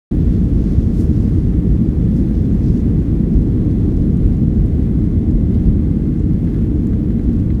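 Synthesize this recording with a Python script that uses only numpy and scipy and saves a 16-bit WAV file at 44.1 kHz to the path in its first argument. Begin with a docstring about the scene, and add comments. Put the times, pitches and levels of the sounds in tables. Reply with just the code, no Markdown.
"""Inside an airliner rolling along the taxiway, heard from a window seat over the wing.
The wheels thump over seams in the pavement. Jet and tyre roar come through the wall, and the
cabin booms at a few pitches. Vents hiss, cloth rustles close by, loose trim knocks and ticks,
and a faint engine whine creeps upward."""
import sys
import numpy as np
from scipy import signal
from scipy.fft import rfft, irfft
from scipy.io import wavfile
from scipy.ndimage import uniform_filter1d

SR = 44100
rng = np.random.default_rng(int(sys.argv[2]) if len(sys.argv) > 2 else 0)


def file_out(sig):
    """Save sig as 16-bit WAV at sys.argv[1]."""
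    # one column per channel
    cols = np.atleast_2d(sig).T
    # limit, then scale
    lim = np.clip(cols, -1, 1)
    pcm = np.round(lim * 32767).astype(np.int16)
    wavfile.write(sys.argv[1], SR, pcm)


N = 335160
TIME = np.arange(N) / SR
FREQ = np.maximum(np.arange(N // 2 + 1) * SR / N, 1)


def wheels(rolling_db=-18, fade_db_per_s=0.4, rise_s=.05, fall_s=.028):
    """Uneven pavement pushes the wheels: the plane booms, more so at each seam, and the floor thuds."""
    # Seams in the pavement. Each row: time of the peak in seconds, boom level in dB, thud level in dB.
    seams = [(0.3, -14.5, -26), (0.57, -14.5, -35), (1.58, -15, -27), (1.75, -12, -30), (2.05, -22, -19),
             (2.3, -19, -28), (2.71, -17.5, -19.5), (2.92, -25, -31), (3.39, -12.5, -21),
             (4.01, -16.5, -17), (4.27, -12.5, -20), (4.62, -14, -32), (5.37, -12, -24), (5.7, -13, -17.5),
             (6.29, -25, -19), (7.28, -21, -34)]
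    # Tone of the deep boom. Each row: frequency in Hz, boost or cut in dB.
    boom_tone = [(12, -23), (21, -16), (27, -16), (35, -9.5), (44, -1.5), (52, 1), (64, -6), (85, -15)]
    # Tone of the floor's thud. Each row: frequency in Hz, boost or cut in dB.
    thud_tone = [(70, -3.5), (100, 0), (135, -2.5), (190, -13)]
    boom_power = undb(rolling_db - fade_db_per_s * TIME) ** 2
    thud_power = 0
    for peak_s, boom_db, thud_db in seams:
        push = np.exp(-.5 * ((TIME - peak_s) / np.where(TIME < peak_s, rise_s, fall_s)) ** 2)
        boom_power = boom_power + (undb(boom_db) * push) ** 2
        thud_power = thud_power + (undb(thud_db) * push) ** 2
    boom = steady(colour(noise(), boom_tone), span_s=0.07) * np.sqrt(boom_power)
    thud = steady(colour(noise(), thud_tone), span_s=0.025) * np.sqrt(thud_power)
    return boom + thud


def jet_roar(throb_db=0.22):
    """Jet and tyre roar come through the wall, which shuts out the treble. 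The roar throbs a little."""
    # Tone of the roar behind the wall. Each row: frequency in Hz, boost or cut in dB.
    roar_tone = [(45, -17), (63, -3.5), (78, 1.5), (100, -1.5), (140, -3), (215, -4), (275, -12),
                 (345, -15), (420, -19.5), (520, -27.5), (565, -33.5), (740, -38.5), (1000, -51.5)]
    # Loudness of the roar. Each row: time in seconds, level in dB.
    roar_levels = [(0.1, -14), (1.15, -14), (3.3, -14), (4.0, -14), (5.0, -14), (5.6, -13.5), (6.1, -15.5),
                   (6.5, -15), (7.6, -15)]
    roar_db, = curves(roar_levels)
    roar = steady(cabin_ring(colour(noise(), roar_tone)), span_s=0.27)
    return roar * undb(roar_db + throb_db * wander(per_s=9))


def cabin_ring(sound, waver_db=0.5):
    """The cabin's air and wall panels boost a few bands of pitch, whose strength slowly drifts."""
    # Where the cabin rings. Each row: centre in Hz, width in Hz, first boost in dB, change in dB a second.
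    resonances = [(168.6, 22, 5, -0.55), (239.8, 22, 2.5, 0.43), (303.8, 47, 5.5, 0.49), (1110, 70, 3.5, 0),
                  (2000, 280, 2, 0), (3464, 120, 4.5, 0), (4070, 300, 3, 0)]
    spectrum, out = rfft(sound), sound
    for hz, width_hz, db, db_per_s in resonances:
        band = irfft(spectrum / (1 + (2.4 * (FREQ - hz) / width_hz) ** 2), N)
        boost = undb(db + db_per_s * TIME + waver_db * wander(per_s=2))
        out = out + band * (boost - 1)
    return out


def vents(hiss_db=-49, flutter_db=0.7, fade_db_per_s=0.18):
    """Air hisses from the vents, fluttering slightly and slowly getting quieter."""
    # Tone of the rushing air. Each row: frequency in Hz, boost or cut in dB.
    air_tone = [(500, 7.5), (900, 2.5), (1250, 1.5), (1700, 0), (2400, -5.5), (3200, -8.5), (4200, -14),
                (5200, -17.5), (7500, -19.5), (11500, -20), (14000, -24), (15600, -28.5)]
    hiss = steady(cabin_ring(colour(noise(), air_tone)), span_s=0.15)
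    return hiss * undb(hiss_db + flutter_db * wander(per_s=14) - fade_db_per_s * TIME)


def cloth(stir_db=-62.5, settle_db_per_s=0.95):
    """Fibres catch and slip in thousands of tiny clicks; each stroke swells and fades at its own pace."""
    # Strokes of cloth on cloth. Each row: fastest moment, swell time and fade time, all in seconds,
    # then rub level in dB, pitch of the rub in Hz, swish level in dB.
    strokes = [(0.335, 0.047, .06, -55.5, 3400, -66), (0.67, .16, 0.32, -57.5, 5670, -70),
               (1.005, 0.046, .038, -52.5, 4500, -51), (1.22, 0.4, 0.22, -59, 5400, -64.5),
               (2.168, 0.029, 0.055, -58.5, 5000, -58.5), (2.355, .025, .08, -59.5, 5000, -74),
               (2.685, 0.08, .075, -54, 5200, -65), (2.775, .06, 0.035, -56.5, 6600, -64)]
    # Tone of the soft rub. Each row: frequency in Hz, boost or cut in dB.
    rub_tone = [(1000, -9.5), (2300, -1.5), (3600, -2.5), (4900, -2), (6500, -4.5), (8000, -14),
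                (15000, -30.5)]
    # Tone of the crisp swish. Each row: frequency in Hz, boost or cut in dB.
    swish_tone = [(2000, -20.5), (3600, -5), (8000, 0), (12000, -4), (15500, -13)]
    fibres = colour(clicks(per_s=9000, spread_db=4.5), rub_tone)
    fibres = level(fibres, db=.5 * wander(per_s=17))
    stir = undb(stir_db - settle_db_per_s * TIME)  # faint movement between strokes
    rubs = stir * fibres
    swish_power = (stir * undb(-6)) ** 2
    for peak_s, swell_s, fade_s, rub_db, rub_hz, swish_db in strokes:
        speed = np.exp(-np.abs(TIME - peak_s) / np.where(TIME < peak_s, swell_s, fade_s))
        patch = np.roll(fibres, int(rng.integers(N)))  # another patch of the weave
        ring = signal.lfilter(*signal.iirpeak(rub_hz, Q=3.2, fs=SR), patch)
        rubs = rubs + speed * level(patch + undb(-2) * ring, rub_db)
        swish_power = swish_power + (speed * undb(swish_db)) ** 2
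    swish = level(colour(clicks(per_s=8500, spread_db=2.5), swish_tone), db=0)
    return rubs + swish * np.sqrt(swish_power)


def panel_knocks(chatter_s=0.0077):
    """A loose panel chatters against its frame with a dry, short ring."""
    # Knocks of the panel. Each row: start in seconds, level in dB.
    knocks = [(1.205, -51), (1.536, -48), (1.622, -55), (2.510, -46), (3.235, -50), (6.473, -44),
              (6.544, -48), (6.641, -51.5), (6.93, -42), (7.103, -45), (7.193, -43.5), (7.290, -46.5),
              (7.502, -42)]
    # Notes the panel rings at. Each row: pitch in Hz, relative level in dB, seconds to fade by 60 dB.
    notes = [(1250, -2, .009), (1520, -.5, .010), (1960, 0, .010), (2450, -6, .007), (2750, -8.5, .006),
             (3330, -10, .006), (4080, -11, .006)]
    out, t = np.zeros(N), TIME[:SR // 10]
    ring = 0
    for k, (hz, db, ring_s) in enumerate(notes):
        direction = (-1) ** k  # neighbouring notes swing opposite ways where the panel hits
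        fade = np.exp(-np.log(1000) * t / ring_s)
        ring = ring + direction * undb(db) * np.sin(2 * np.pi * hz * t) * fade
    contact = np.exp(-t / chatter_s)
    for start_s, db in knocks:
        knock = signal.fftconvolve(contact * rng.standard_normal(len(t)), ring)
        add(out, start_s, knock * undb(db) * np.linalg.norm(contact) / np.linalg.norm(knock))
    return out


def trim_ticks(band_ratio=1.2):
    """Plastic parts tick as the cabin flexes, each at its own pitch; smaller ones crackle in clusters."""
    # Single ticks. Each row: start in seconds, starting level in dB, fade time in seconds, pitch in Hz.
    ticks = [(0.441, -47, .001, 6000), (0.639, -47.5, .002, 6500), (0.722, -50, .003, 8500),
             (1.385, -50, .001, 9000), (1.889, -52, .002, 5000), (2.526, -51.5, .0015, 6000),
             (2.546, -47, .001, 7000), (2.660, -50, 0.003, 4500), (2.804, -53, .003, 5500),
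             (3.323, -45, .0007, 5000), (3.340, -51, .004, 5000), (3.475, -48, .0007, 5000),
             (3.708, -55, .012, 4500), (3.965, -55, .012, 5000), (4.019, -54, 0.0087, 5000),
             (4.123, -53, .002, 5500), (4.171, -47.5, .002, 7500), (4.369, -51, .001, 6000),
             (4.426, -50, .001, 6000), (4.662, -48, .0012, 8000), (4.830, -51, .001, 6000),
             (5.312, -47.5, 0.00077, 5000), (5.542, -53, 0.019, 3600), (6.194, -57, .008, 6500),
             (6.335, -44, .001, 4000), (6.543, -48, 0.003, 3200), (6.811, -55, .0007, 5000),
             (6.871, -44, .0014, 7000), (7.397, -53.5, .005, 5200), (7.549, -48, .001, 4500)]
    # Tone of the fine crackle. Each row: frequency in Hz, boost or cut in dB.
    crackle_tone = [(1500, -8), (3500, 4), (6500, 0.5), (9500, -5.5), (13000, -8.5), (15500, -19.5)]
    crackle = colour(clicks(per_s=450, spread_db=2.5), crackle_tone)
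    out = level(crackle, db=-70.5 + 2.4 * wander(per_s=22))
    t = TIME[:SR // 10]
    for start_s, db, fade_s, hz in ticks:
        band = signal.butter(1, [hz / band_ratio, hz * band_ratio], "bandpass", fs=SR)
        scrape = signal.lfilter(*band, rng.standard_normal(len(t)))
        add(out, start_s, level(scrape, db) * np.exp(-t / fade_s))
    return out


def engine_whine(blur_hz=8):
    """The blades make one faint tone that rises as the engine speeds up; churning air blurs its pitch."""
    # The whine climbing from idle. Each row: time in seconds, pitch in Hz, level in dB.
    whine = [(0.1, 1940, -71), (2.8, 1945, -68), (3.5, 1990, -69), (4.3, 2005, -68), (5.0, 2055, -63),
             (5.5, 2075, -63.5), (6.0, 2080, -64.5), (6.5, 2120, -66.5), (7.6, 2140, -72)]
    hz, db = curves(whine)
    blurred_hz = hz + blur_hz * wander(per_s=130)
    return np.sin(2 * np.pi * np.cumsum(blurred_hz) / SR) * undb(db)


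def undb(db):
    """Turn decibels into a number to multiply a sound by."""
    return 10 ** (np.asarray(db) / 20)


def level(sound, db):
    """Set a sound's average (rms) level."""
    return sound * undb(db) / np.sqrt(np.mean(sound ** 2))


def curves(table):
    """Join a table's timed rows with straight lines, giving each column a value at every sample."""
    times, *columns = np.transpose(table)
    return [np.interp(TIME, times, column) for column in columns]


def colour(sound, tone):
    """Shape a sound's tone by rows of Hz and dB, cutting steeply below and above them."""
    hz, db = np.transpose(tone)
    edge_cut = np.minimum(FREQ / hz[0], 1) ** 4 * np.minimum(hz[-1] / FREQ, 1) ** 6
    gain = undb(np.interp(np.log(FREQ), np.log(hz), db))
    return irfft(rfft(sound) * edge_cut * gain, N)


def noise():
    """White noise: an even hiss."""
    return rng.standard_normal(N)


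def smooth(values, samples):
    """Round off quick changes by taking a moving average twice."""
    return uniform_filter1d(uniform_filter1d(values, samples), samples)


def wander(per_s):
    """A smooth random curve of size about 1 that heads for a new value per_s times a second."""
    hold = int(SR / per_s)
    steps = noise()[np.arange(N) // hold]
    return level(smooth(steps, hold), db=0)


def steady(sound, span_s):
    """Even out a noise's slow chance swells, leaving an average (rms) size of 1."""
    return sound / np.sqrt(smooth(sound ** 2, int(span_s * SR)) + 1e-18)


def clicks(per_s, spread_db):
    """Clicks at random moments, most small and a few large."""
    hits = (rng.random(N) < per_s / SR) * noise()
    return hits * undb(spread_db * np.minimum(rng.exponential(size=N), 3))


def add(track, start_s, sound):
    """Mix a sound into a track at the given time."""
    i = int(start_s * SR)
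    track[i:i + len(sound)] += sound[:N - i]


def scene():
    """Everything heard at the window seat, in one channel."""
    mix = wheels() + jet_roar() + vents() + engine_whine() + cloth() + panel_knocks() + trim_ticks()
    return mix[None]


def record(dry):
    """The sound comes in after a moment of silence, and the highest treble is cut."""
    silence_s, fade_in_s, top_hz = .111, .002, 15650
    fade_in = np.clip((TIME - silence_s) / fade_in_s, 0, 1)
    treble_cut = signal.ellip(8, .2, 80, top_hz, fs=SR, output="sos")
    return signal.sosfilt(treble_cut, dry * fade_in)


dry = scene()
out = record(dry)
file_out(out)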